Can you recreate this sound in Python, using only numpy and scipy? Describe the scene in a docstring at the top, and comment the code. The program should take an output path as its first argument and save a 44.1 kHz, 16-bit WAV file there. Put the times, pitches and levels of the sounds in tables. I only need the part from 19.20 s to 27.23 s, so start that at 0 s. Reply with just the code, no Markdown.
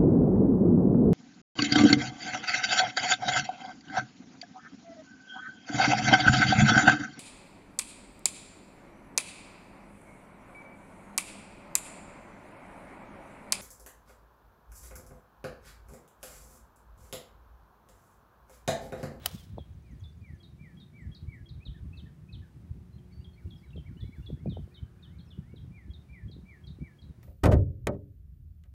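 """An iron strikes a golf ball on an open course: ringing metal modes, a crack and a scuff of noise.
At once turf and grass spray as gritty noise and scattered ticks, over the strike's long faint tail of noise.
A songbird then repeats short phrases of gliding sines from trees that echo; fainter birds call behind it.
Throughout, light gusts thud, flutter and pop on the single microphone over a far hiss and a wavering hum."""
import sys
import numpy as np
from scipy import signal
from scipy.fft import rfft, irfft, next_fast_len
from scipy.io import wavfile
from scipy.ndimage import uniform_filter1d, map_coordinates

SR = 44100
rng = np.random.default_rng(int(sys.argv[2]) if len(sys.argv) > 2 else 0)


def wav_out(sig):
    """Save sig, one row per channel (or a flat mono array), as 16-bit PCM at SR to the path in sys.argv[1]."""
    wavfile.write(sys.argv[1], SR, np.round(np.clip(np.atleast_2d(sig).T, -1, 1) * 32767).astype(np.int16))


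N = 354034


def amp(db):
    """Gain of a level in dB."""
    return 10 ** (np.asarray(db) / 20)


def unit(x):
    """x at rms 1."""
    return x / np.sqrt(np.mean(x ** 2) + 1e-20)


def along(points, hz):
    """Values of (frequency [Hz], value) points, read on a log frequency axis."""
    f, v = np.transpose(points)
    return np.interp(np.log(hz + 1), np.log(f + 1), v)


def curves(rows):
    """One value per sample for each column after the time."""
    s, *columns = np.transpose(rows)
    return [np.interp(np.arange(N) / SR, s, column) for column in columns]


def wobble(rate):
    """A smooth random curve through normal random knots, rate of them a second."""
    knots = rng.standard_normal(int(N * rate / SR) + 4)
    return map_coordinates(knots, [np.arange(N) * rate / SR])


def filtered(x, response):
    """x times a response of frequency."""
    m = next_fast_len(N + SR // 2)
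    return irfft(rfft(x, m) * response(np.fft.rfftfreq(m, 1 / SR)), m)[..., :N]


def noise(spectrum):
    """Noise of rms 1, coloured by (frequency [Hz], level per Hz [dB]) points."""
    return unit(filtered(rng.standard_normal(N), lambda hz: amp(along(spectrum, hz))))


def add(track, s, sound):
    """Mix a sound in at time s."""
    part = track[round(s * SR):][:len(sound)]
    part += sound[:len(part)]


def swells(rows):
    """Gain of (middle [s], length [s], peak [dB]) rows: smooth humps, 6 dB down at the ends of their length."""
    out = np.zeros(N)
    for s, length, db in rows:
        t = np.arange(-min(2 * length, s) * SR, 2 * length * SR) / SR
        add(out, s + t[0], amp(db - 6 * (2 * t / length) ** 2))
    return out


def distance():
    """Far noise that wavers gently and swells once in its midrange, with rustles of cloth as noise bursts."""
    # far trees and traffic: (frequency [Hz], level per Hz [dB])
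    far_spectrum = [(15, -71.5), (45, -12), (120, -3), (175, -10), (250, -18), (360, -19.5), (500, -27),
                    (1000, -31.5), (2000, -36), (3200, -41.5), (6000, -45.5), (7500, -48), (8800, -46.5),
                    (11000, -49), (15700, -51)]
    # the hiss swells near 1.4 kHz: (middle [s], length [s], level [dB])
    midrange_swell = (5.8, 1, -77)
    # the golfer's jacket: (middle [s], length [s], level [dB])
    rustles = [(4.28, 0.21, -80), (4.42, .1, -84), (4.83, 0.12, -78.5), (5.05, 0.2, -78),
               (5.456, 0.21, -80.5)]
    band_db = -74.5  # mean level of the hiss between 500 and 1400 Hz
    hiss = noise(far_spectrum)
    band = filtered(hiss, lambda hz: (hz > 500) & (hz < 1400))
    steady_hiss = amp(band_db + 0.59 * wobble(6.5)) * hiss / band.std()
    midrange = noise([(700, -120), (1150, -5), (1400, -0.5), (1700, -3), (2800, -120)])
    cloth = noise([(300, -120), (1500, -30.0), (4000, -6.5), (9000, -12.5), (16000, -10.5)])
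    cloth *= amp(1.4 * wobble(26))
    return steady_hiss + swells(rustles) * cloth + swells([midrange_swell]) * midrange


def hum():
    """A far machine: two sines, wavering in pitch together, that come and go with the air."""
    # its lines: (frequency before drift [Hz], level before fading [dB])
    lines = [(177, -65.5), (353, -76.5)]
    # as the air carries it: (time [s], level [dB])
    carried = [(0, -12.5), (.7, -4), (1.1, -2), (1.4, 3.5), (2.4, -1.5), (2.95, 5), (3.4, -3), (3.85, 5),
               (6.6, -0.5), (7.4, 0), (8.03, -7.5)]
    drift = 1 + .025 * wobble(10)
    fading_db = curves(carried)[0]
    out = np.zeros(N)
    for hz, db in lines:
        gain = amp(db + fading_db + 4.2 * wobble(11))
        out += np.sqrt(2) * gain * np.sin(2 * np.pi * hz * np.cumsum(drift) / SR)
    return out


def steadied(x, size):
    """x with its slow changes of power evened out over size samples."""
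    return x / np.sqrt(np.abs(uniform_filter1d(x * x, size)) + 0.31)


def wind():
    """Eddies thud and flutter in lumps, steadied so that breeze and buffets set the level."""
    # colours of deep and upper eddies: (frequency [Hz], level per Hz [dB])
    thud_spectrum = [(8, -120), (25, -34), (40, -4), (65, 12), (110, 6), (150, -8), (220, -49.5),
                     (500, -120)]
    flutter_spectrum = [(30, -120), (90, -33), (140, 5.5), (200, -3.5), (300, -14.5), (420, -30),
                        (700, -57.5), (1500, -120)]
    # the breeze between buffets: (time [s], thud level [dB], flutter level [dB])
    breeze = [(0.0, -49.5, -57.5), (1.1, -53, -62), (1.56, -58, -52.5), (2.17, -55, -59),
              (2.64, -50, -60.5), (2.86, -57.5, -54), (3.13, -59, -52), (3.62, -50, -54.5),
              (3.93, -50, -60), (4.38, -52.5, -59), (4.74, -50.5, -56.5), (5.01, -48, -72),
              (5.28, -47, -42.5), (5.59, -56, -64), (5.81, -51.5, -53), (6.17, -50.5, -54.5),
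              (7.83, -57.5, -68), (8.03, -56, -62)]
    # single buffets on the microphone: (middle [s], length [s], thud level [dB], flutter re thud [dB])
    buffets = [(0.154, 0.019, -40.5, 2.5), (0.189, 0.017, -47, -4), (0.237, 0.01, -48, -4),
               (0.299, 0.035, -40.5, -7), (0.413, 0.016, -36, -23), (0.52, 0.068, -49, -39),
               (0.732, 0.051, -45.5, -8), (0.84, 0.084, -44.5, -17.5), (1.014, 0.048, -45, -10),
               (1.13, 0.047, -43.5, -8), (1.886, 0.042, -39, -13), (2.036, 0.042, -39, -8.5),
               (2.09, 0.0096, -29, -28.5), (2.216, 0.035, -38.5, -13), (2.315, 0.024, -40.5, -9),
               (2.392, 0.017, -38.5, -8), (2.502, 0.035, -31.5, -16), (2.567, 0.011, -36.5, -10),
               (2.67, 0.078, -40.5, -10), (2.786, 0.064, -45.5, -9), (3.028, 0.03, -46, -6.5),
               (3.169, 0.098, -41, -23), (3.513, 0.012, -30, -32.5), (3.994, 0.043, -43, -5.5),
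               (4.081, 0.023, -41.5, -20), (4.264, 0.03, -36.5, -5.5), (4.34, 0.024, -41.5, 0),
               (4.575, 0.044, -37.5, 1.5), (4.712, 0.055, -45.5, -5), (4.766, .012, -42, 2.5),
               (4.838, 0.04, -36.5, -6), (4.892, 0.013, -38, -2.5), (4.996, 0.024, -41, -3),
               (5.136, 0.029, -34, 2.5), (5.281, 0.035, -37.5, 1.5), (5.325, 0.042, -39, -8.5),
               (5.41, 0.074, -40, -5), (5.635, 0.031, -35.5, -11.5), (6.188, 0.016, -42, 5.5),
               (6.335, 0.019, -41, 5), (6.45, 0.044, -41, -14), (6.516, 0.019, -40, -11),
               (6.702, 0.025, -37, -4.5), (6.776, 0.026, -44.5, -3), (6.924, 0.03, -45.5, -9),
               (7.062, 0.049, -38, -7.5), (7.168, 0.063, -49, 2), (7.237, 0.015, -45.5, -2.5),
               (7.49, 0.027, -47, 8.5), (7.535, 0.033, -52.5, 5), (7.62, 0.037, -39.5, 2.5),
               (7.852, 0.026, -43, -0.5), (7.904, 0.015, -41.5, -1.5), (7.986, 0.0096, -48.5, 5)]
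    lumps_depth_db, lumps_per_s = 4.5, 14  # small random buffets on the breeze
    thud_db, flutter_db = curves(breeze)
    lumps_db = lumps_depth_db * wobble(lumps_per_s)
    thud_buffets = [(s, length, db) for s, length, db, _ in buffets]
    flutter_buffets = [(s, length, db + rel_db) for s, length, db, rel_db in buffets]
    thud_gain = amp(thud_db + lumps_db) + swells(thud_buffets)
    flutter_gain = amp(flutter_db + lumps_db) + swells(flutter_buffets)
    thud = steadied(noise(thud_spectrum) * amp(2.3 * wobble(26)), size=3500)
    flutter = steadied(noise(flutter_spectrum) * amp(11.0 * np.tanh(wobble(35))), size=2000)
    return thud_gain * thud + flutter_gain * flutter


def pops():
    """Each pop is a short kick sinking in pitch, then a low push, in rough air; the port's foam dulls it."""
    # sharp eddies popping on the port: (time [s], kick level before the foam [dB], starting pitch [Hz])
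    eddies = [(0.149, -46, 385), (.269, -48, 328), (.374, -44, 610), (0.3812, -28.5, 979),
              (2.379, -47, 260), (2.467, -39.5, 234), (4.259, -44.5, 472), (4.56, -39, 518),
              (4.577, -40, 626), (4.842, -43, 478), (5.091, -41, 400), (5.103, -32.5, 528),
              (5.133, -42, 380), (5.175, -47, 490), (5.2588, -28.5, 704), (5.276, -37, 600),
              (5.323, -40, 540), (5.3704, -30.5, 786), (5.39, -44.5, 553), (5.476, -48.5, 680),
              (6.179, -47.5, 477), (6.34, -42, 525), (6.447, -49, 405), (7.098, -44, 494),
              (7.166, -42.5, 430), (7.188, -42, 386), (7.588, -43.5, 420), (7.62, -37.5, 397)]
    kick_cycles, sink = 1.2, 0.76  # half length of the kick in cycles; share of pitch lost over it
    push_db = -8  # start of the low push re the kick
    crumble_db, crumble_s = -24, 0.026  # rough air: level re a kick that starts at 700 Hz, length
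    out, t = np.zeros(N), np.arange(SR // 15) / SR
    for s, db, hz in eddies:
        u = (t - .004) * hz / kick_cycles
        sinking = hz * (1 - sink / (1 + np.exp(-2 * u)))
        phase = 2 * np.pi * np.cumsum(sinking) / SR + rng.uniform(0, 2 * np.pi)
        kick = np.exp(-u ** 2) * np.sin(phase)
        after = np.maximum(t - .005, 0)
        push = amp(push_db - 60 * after / 0.046) * np.sin(2 * np.pi * 150 * after)
        add(out, s - .002, amp(db) * (kick + push))
    rough = noise([(60, -120), (200, 6.0), (400, -7), (700, -8.0), (1200, -36), (4000, -120)])
    rough *= amp(2.9 * wobble(150))
    # higher pops crumble louder
    crumbles = [(s + 0.0079, crumble_s, db + crumble_db + 20 * np.log10(hz / 700)) for s, db, hz in eddies]
    out += rough * swells(crumbles)
    return filtered(out, lambda hz: 1 / (1 + (hz / 1500) ** 4))


def note(shape, pitch, length):
    """A whistled sine along a smoothed (time [s], pitch [Hz], level [dB]) shape, with soft ends."""
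    s, hz, db = np.transpose(shape)
    s = (s - s[0]) * length
    t = np.arange(int(s[-1] * SR)) / SR
    ends = np.clip(np.minimum(t / 0.00056, (t[-1] - t) / 0.0034), 0, 1)
    glide = uniform_filter1d(np.interp(t, s, np.log(hz)), len(t) // 16 + 1, mode="nearest")
    phase = 2 * np.pi * np.cumsum(pitch * np.exp(glide)) / SR
    return np.sqrt(2) * ends * amp(np.interp(t, s, db)) * np.sin(phase)


def whistles():
    """Lone gliding sines, dry: far birds' calls and a few of the songbird's rising notes; single whistles also
    start and end softly."""
    # single whistles, of far birds and a few of the songbird's lifts: (time [s], length before a 0.86
    # shortening [s], first, middle and last pitch [Hz], starting level [dB], level change to the end [dB])
    singles = [(0.168, 0.09, 3650, 3230, 3000, -62, -8.5), (0.804, 0.028, 3300, 3320, 3280, -75, -5),
               (1.807, 0.034, 7920, 7720, 7500, -79, -1), (2.142, .025, 7870, 7670, 7430, -81, 0),
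               (2.399, 0.048, 2240, 2470, 2600, -68.5, 13.5), (3.724, 0.063, 4080, 4140, 4140, -79.5, 0),
               (3.915, 0.17, 4450, 4590, 4760, -71, -7.5), (4.005, 0.035, 2700, 2880, 3000, -74, 0),
               (4.13, 0.024, 4300, 4300, 4300, -74, -1), (4.36, 0.07, 5700, 4960, 4270, -78, -4),
               (4.436, 0.108, 4050, 3850, 3800, -78, 1.5), (4.504, 0.0081, 3860, 3100, 2486, -66, 2),
               (4.825, .18, 4030, 4010, 4140, -77, -5), (4.934, 0.15, 3400, 3470, 3550, -82.5, 2),
               (6, 0.02, 4130, 4240, 4260, -70, 3), (6.048, 0.062, 6030, 5390, 5060, -82, 12),
               (6.41, 0.04, 5640, 5400, 5100, -82, -3)]
    # one bird's series of eight falling ticks: (time [s], pitch [Hz], level [dB]), before pitch and length factors
    tsip = [(0, 7100, 0), (.008, 6370, -1), (.018, 5800, -1)]
    # a rising tick follows each: (time [s], pitch [Hz], level [dB]), before pitch and length factors
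    tup = [(0, 4330, -5), (.008, 4770, 1), (.016, 5050, 0)]
    series_s, gap_s, tup_late_s = .534, 0.0878, 0.036  # start, spacing, delay of the rising tick
    tsip_db, tup_db = -77.5, -84  # falling tick at its loudest (the fifth), first rising tick, before scatter
    out = np.zeros(N)
    for s, length, first, middle, last, db, change in singles:
        shape = [(0, first, db), (length / 2, middle, db + change / 2), (length, last, db + change)]
        tone = note(shape, 1, 0.86)
        add(out, s, tone * signal.windows.tukey(len(tone), .3))
    for k, (a, b) in enumerate(rng.standard_normal((8, 2))):
        s = series_s + k * gap_s
        tsip_gain = amp(tsip_db + 1.5 * a - 0.37 * (k - 4) ** 2)
        add(out, s, tsip_gain * note(tsip, .97 + .012 * b, 0.85))
        tup_gain = amp(tup_db + 0.61 * k + 2 * b)
        add(out, s + tup_late_s, tup_gain * note(tup, 1 + .012 * a, 0.97))
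    return out


def birds():
    """The songbird's repeated notes, dry: sines that glide along a shape per kind of note."""
    # Each kind has a shape: (time [s], pitch [Hz], level [dB]), before the factors of its singings,
    # then its singings: (time [s], level [dB], pitch factor, length factor).
    # the first two slurs, which fall from the start without rising first: shape, singings as above
    fall_shape = [(0, 2496, -17), (.015, 2460, -4), (.04, 2380, 0.5), (.07, 2150, 3), (.1, 1900, 5),
                  (.13, 1765, -7), (.17, 1710, -16)]
    falls = [(0.635, -75, 1, 0.93), (1.008, -67, 0.99, 1)]
    # slurs, bent anew each time: singings add pitch factors of the shape's points from the fourth on
    slur_shape = [(0, 2270, -13), (.02, 2343, -5.5), (.045, 2387, 1), (.07, 2178, 1.5), (.095, 1900, 1.5),
                  (.125, 1741, -9), (.18, 1696, -19.5)]
    slurs = [(1.383, -62.5, 1, 1, 0.95, 0.99), (1.732, -60.5, 0.98, 0.98, .97, 1.02),
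             (2.07, -59.5, 0.97, 0.92, 1, 1.03), (6.515, -63.5, 1.013, 1.03, 0.96, 1.01),
             (6.887, -61.5, 1.01, 1.03, .95, 1.01), (7.253, -61, 0.99, 0.91, 1.01, 1.03),
             (7.599, -63.5, 0.98, 0.97, 1.01, 0.96)]
    # dives, bent likewise: singings add one pitch factor, of the fourth point
    dive_shape = [(0, 5000, -19), (.004, 4230, 2), (.008, 3870, 4.5), (.02, 3600, 3.5), (.038, 2860, -0.5)]
    dives = [(2.451, -60, 1, 0.93, 1.01), (2.769, -63, 1.01, 1.1, .98), (3.124, -62, 1.01, 1.02, .97)]
    # chups, quick plunges to a flat end: shape, singings as above
    chup_shape = [(0, 5000, -18), (.003, 4190, -6.5), (.009, 3420, 5), (.02, 3330, 1.5), (.04, 3256, -8)]
    chups = [(.381, -64, 0.98, 1), (0.835, -65, 1.04, 0.74), (3.78, -74.5, 0.95, 0.55),
             (4.041, -66, 0.97, 0.66), (4.302, -61, 0.99, 1), (4.56, -61, .94, 1.1),
             (4.801, -62, 1.026, 1.06), (5.058, -58.5, 1.01, 0.99)]
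    # brief lifts: shape, singings as above
    lift_shape = [(0, 2350, -15), (.007, 2530, -1.5), (.016, 2570, -2), (.03, 2640, -31)]
    lifts = [(2.727, -55.5, 1.03, 1.2), (3.085, -58.5, 1, 1.03), (4.27, -72, 1.1, 0.73),
             (4.529, -57.5, 1.06, 0.53), (4.767, -60, 1.17, 1.37), (5.022, -65, 1.1, 0.96),
             (5.262, -66, 0.96, 0.97), (5.513, -71, .955, 0.88), (5.79, -69, 0.97, 0.64),
             (5.949, -74, 0.93, 1.3), (6.074, -70.5, 1.02, 0.52), (6.318, -77, 1.1, .6)]
    # low drops: shape, singings as above
    drop_shape = [(0, 1776, -5), (0.015, 1840, 2.5), (0.03, 1650.0, -8.5), (0.055, 1490, -9)]
    drops = [(2.543, -66, 0.99, 0.99), (2.859, -64.5, 1, 0.8), (3.217, -68.5, 0.96, 1)]
    # arches, up and then far down: shape, singings as above
    arch_shape = [(0, 2040, -14), (0.025, 2400, 3), (0.04, 2104, -4), (0.053, 1720, -6.5),
                  (0.068, 1530, -13.5), (0.09, 1430, -13)]
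    arches = [(3.898, -75.5, 0.97, 0.94), (4.156, -68.5, 0.98, 1.03), (4.415, -66.5, 0.96, 1.05),
              (4.648, -63.5, 0.97, .92), (4.908, -64, 0.96, 1.13)]
    # rising notes: shape, singings as above
    rise_shape = [(0, 1757, -6), (.035, 1950, -8.5), (.07, 2250, -4.5), (.11, 2280, -8.5)]
    rises = [(4.79, -65.5, 0.99, 0.95), (5.165, -68, 0.96, 0.61), (5.5, -73, 0.99, 1.1),
             (5.86, -71, 0.97, 1.1), (6.225, -69, 0.99, 1.13)]
    # slides from high to a level end: shape, singings as above
    slide_shape = [(0, 4860, -17), (.004, 4040, -3), (.007, 3690, -1), (.02, 3575, 2.5), (.037, 3087, -4),
                   (.048, 2990, -1), (.062, 2960, -8)]
    slides = [(5.293, -59, 1.02, 1.07), (5.542, -61, 1.024, 0.77), (5.824, -61, 1.013, 0.78),
              (5.985, -65.5, 1.09, 0.39), (6.103, -62, .97, 0.66), (6.358, -64.5, 1.08, 0.47)]
    # a short flat pip announces each chip: (time [s], pitch [Hz], level [dB])
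    pip_shape = [(0, 2950, -19), (.004, 3310, -3.5), (.013, 3300, -1.5), (0.024, 3230, -14)]
    # a chip plunges to a knee, swelling, then sags: (time before shortening [s], pitch re the knee, level [dB])
    plunge = [(0, 1.75, -26), (.004, 1.22, -9.5), (.0055, 1.102, 1), (.008, 1, 2)]
    # chips: (time [s], level [dB], knee pitch [Hz], end pitch [Hz], sag before shortening [s], pip level [dB])
    chips = [(1.227, -61.5, 4030, 3650, 0.02, -64.5), (1.597, -62, 3820, 3600, .028, -62.5),
             (1.944, -59, 4280, 3630, 0.015, -62), (2.286, -59.5, 4140, 3600, 0.016, -57.5),
             (6.731, -60, 3840, 3570, 0.02, -64), (7.11, -64, 4060, 3570, 0.0246, -63.5),
             (7.466, -60.5, 3990, 3550, 0.026, -61.5), (7.814, -64, 4090, 3670, .016, -64.5)]
    pip_lead_s = 0.03  # before its chip
    sag_early, sag_end_db, chip_length = .75, -6, 0.95  # share of the sag by halfway; end level; shortening
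    pips = [(s - pip_lead_s, db, 1, 1) for s, *_, db in chips]
    kinds = [(slur_shape, slurs), (pip_shape, pips), (chup_shape, chups), (dive_shape, dives),
             (slide_shape, slides), (lift_shape, lifts), (drop_shape, drops), (arch_shape, arches),
             (rise_shape, rises), (fall_shape, falls)]
    out = np.zeros(N)
    for shape, singings in kinds:
        for s, db, pitch, length, *bends in singings:
            bent = np.array(shape, float)
            bent[3:3 + len(bends), 1] *= bends
            add(out, s, amp(db) * note(bent, pitch, length))
    for s, db, knee, end, sag, _ in chips:
        knee_s, ratio = plunge[-1][0], end / knee
        sagging = [(knee_s + sag / 2, ratio ** sag_early, 0), (knee_s + sag, ratio, sag_end_db)]
        add(out, s, amp(db) * note(plunge + sagging, knee, chip_length))
    return out


def trees(x):
    """Scattered echo of decaying noise; moving leaves make it new every third of a second."""
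    # decay of the tree line's echo: (frequency [Hz], time to fall 60 dB [s])
    decay = [(1500, 0.26), (2300, 0.4), (3500, 0.29), (7000, 0.22)]
    patchy_db = 2.5  # single trees stand out of the echo
    out, step = np.zeros(N), SR // 3
    for start in range(0, N, step):
        hz, t, z = signal.stft(rng.standard_normal(SR // 2), SR, nperseg=256)
        rise = 1 - np.exp(-t / 0.0026)
        patches = uniform_filter1d(rng.standard_normal(z.shape), size=4, axis=0)
        patches = unit(uniform_filter1d(patches, size=4, axis=1))
        level_db = patchy_db * patches - 60 * t / along(decay, hz)[:, None]
        tail = signal.istft(z * rise * amp(level_db), SR, nperseg=256)[1]
        add(out, start / SR, signal.fftconvolve(x[start:start + step], tail / np.linalg.norm(tail)))
    return out


def grains(strike_s):
    """Bits of turf ticking through the grass: short decaying sines, thinning out after the strike."""
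    level_db, t60_s = -58, .45  # level of the smallest bit at the strike; fall of the levels with time
    out, t = np.zeros(N), np.arange(SR // 200) / SR
    for when, pitch, size in rng.random((90, 3)):
        after = .006 - .09 * np.log(1 - when)
        hz = 1200 * 5.5 ** pitch
        tick = np.sin(2 * np.pi * hz * t) * np.exp(-t * hz / 2.3)
        gain = amp(level_db - 2.3 * np.log(1 - size) - 60 * after / t60_s)
        add(out, strike_s + after, gain * tick)
    return out


def pass_by(t, db, rise, fall):
    """Gain that peaks at t = 0, rising to it and falling from it at steady rates in dB per s."""
    return amp(db - np.where(t < 0, -rise * t, fall * t))


def swish(strike_s):
    """Noise of air torn by the shaft, a gritty spray of turf that swells and settles, and a long faint tail."""
    spray_db, spray_peak_s = -60.5, .075  # flying turf: treble at its loudest, and when after the strike
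    body_db = -9  # the spray's body re its treble
    tail_db, tail_t60_s = -67.5, 2.7  # the strike's long faint tail, its echo over the course
    clod = (.115, .006, -53.5)  # the divot bursts apart: middle [s], length [s], level [dB]
    t = np.arange(N) / SR - strike_s
    after = np.maximum(t, 0)
    u = after / spray_peak_s
    turf = amp(spray_db) * u * np.exp((1 - u ** 1.5) / 1.5) + swells([clod])
    tail = (t > 0) * amp(tail_db - 60 * after / tail_t60_s)
    spray = noise([(400, -120), (1500, -27.0), (3000, 2.5), (5500, 0.5), (8000, -4.5), (16000, -7)])
    spray *= amp(2.2 * wobble(70) + 1.6 * wobble(340))  # grit
    body = noise([(100, -120), (300, -2.0), (600, -1), (1500, -6.0), (2500, -9.5), (4000, -7.0), (9000, -120)])
    # the shaft's whoosh peaks at the strike; its treble rises faster
    treble_gain = pass_by(t, -53, rise=337, fall=109.5) + turf
    body_gain = pass_by(t, -51, rise=194.5, fall=200) + amp(body_db) * turf + tail
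    return treble_gain * unit(spray) + body_gain * body


def strike(strike_s):
    """The sole scuffs the turf, then noise cracks at contact and the head's modes ring as decaying sines."""
    # club head and ball: (frequency [Hz], level before build-up [dB], time to fall 60 dB [s])
    modes = [(710, -27.5, 0.029), (1000, -37, 0.025), (1262, -33, 0.031), (2280, -34, .012),
             (3040, -19.5, 0.016), (3900, -23.5, 0.01), (4550, -21.5, .012), (5033, -24.5, 0.018),
             (6060, -25, 0.012), (9640, -21.5, 0.0058), (11400, -24.5, 0.0078), (11850, -21, .007),
             (13460, -16.5, 0.0049), (15350, -18, 0.0063)]
    out, t = np.zeros(N), np.arange(SR // 8) / SR
    ring = np.zeros(len(t))
    for hz, db, t60 in modes:
        build_up = 1 - np.exp(-t * hz / 0.38)
        ring += amp(db - 60 * t / t60) * np.sin(2 * np.pi * hz * t + rng.uniform(0, 2 * np.pi)) * build_up
    bright_noise = np.diff(rng.standard_normal(len(t) + 1))
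    contact = amp(-23.5) * np.exp(-(t / 0.00037) ** 4) * bright_noise  # ball pressed on the face
    grit = (amp(-23 - 60 * t / 0.011) + amp(-32 - 60 * t / 0.04)) * rng.standard_normal(len(t))
    add(out, strike_s, ring + contact + grit)
    scuff_t = t[:130]  # the last 3 ms before contact
    scuff = amp(-38.0) * np.sin(2 * np.pi * 620 * scuff_t) + amp(-46.5) * rng.standard_normal(130)
    add(out, strike_s - 130 / SR, scuff)
    return out


def scene():
    """Everything at one microphone; moving air makes the birds flicker."""
    # two nearer trees answer distinctly: (delay [s], level before the twigs' colour [dB])
    trunks = [(.035, -32), (.075, -21)]
    # twigs colour the echo: (frequency [Hz], level [dB])
    twigs = [(1400, -3.5), (2000, -9.5), (2600, -5), (3500, -3.5), (6000, -1.5)]
    strike_s = .0598
    far_echo_db = -6.5  # the far whistlers sit in the open
    near, far = np.array([birds(), whistles()]) * amp(1.66 * wobble(60))
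    far = far * amp(2.8 * wobble(35))  # the longer path flickers more
    song = near + amp(far_echo_db) * far
    echoes = trees(song)
    for delay_s, db in trunks:
        echoes = echoes + amp(db) * np.roll(song, round(delay_s * SR))
    echoes = filtered(echoes, lambda hz: amp(along(twigs, hz)))
    background = distance() + hum() + wind() + pops()
    shot = strike(strike_s) + swish(strike_s) + grains(strike_s)
    return (background + near + far + echoes + shot)[None]


def record(dry):
    """The microphone loses the deepest bass; the recorder rounds off high peaks and cuts the top."""
    low_cut_hz, top_hz = 35, 15750
    ceiling = .27  # peaks are rounded off near this size
    thin = filtered(dry, lambda hz: hz ** 4 / (hz ** 4 + low_cut_hz ** 4))
    rounded = thin / (1 + np.abs(thin / ceiling) ** 4) ** (1 / 4)
    return filtered(rounded, lambda hz: hz < top_hz)


dry = scene()
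out = record(dry)
wav_out(out)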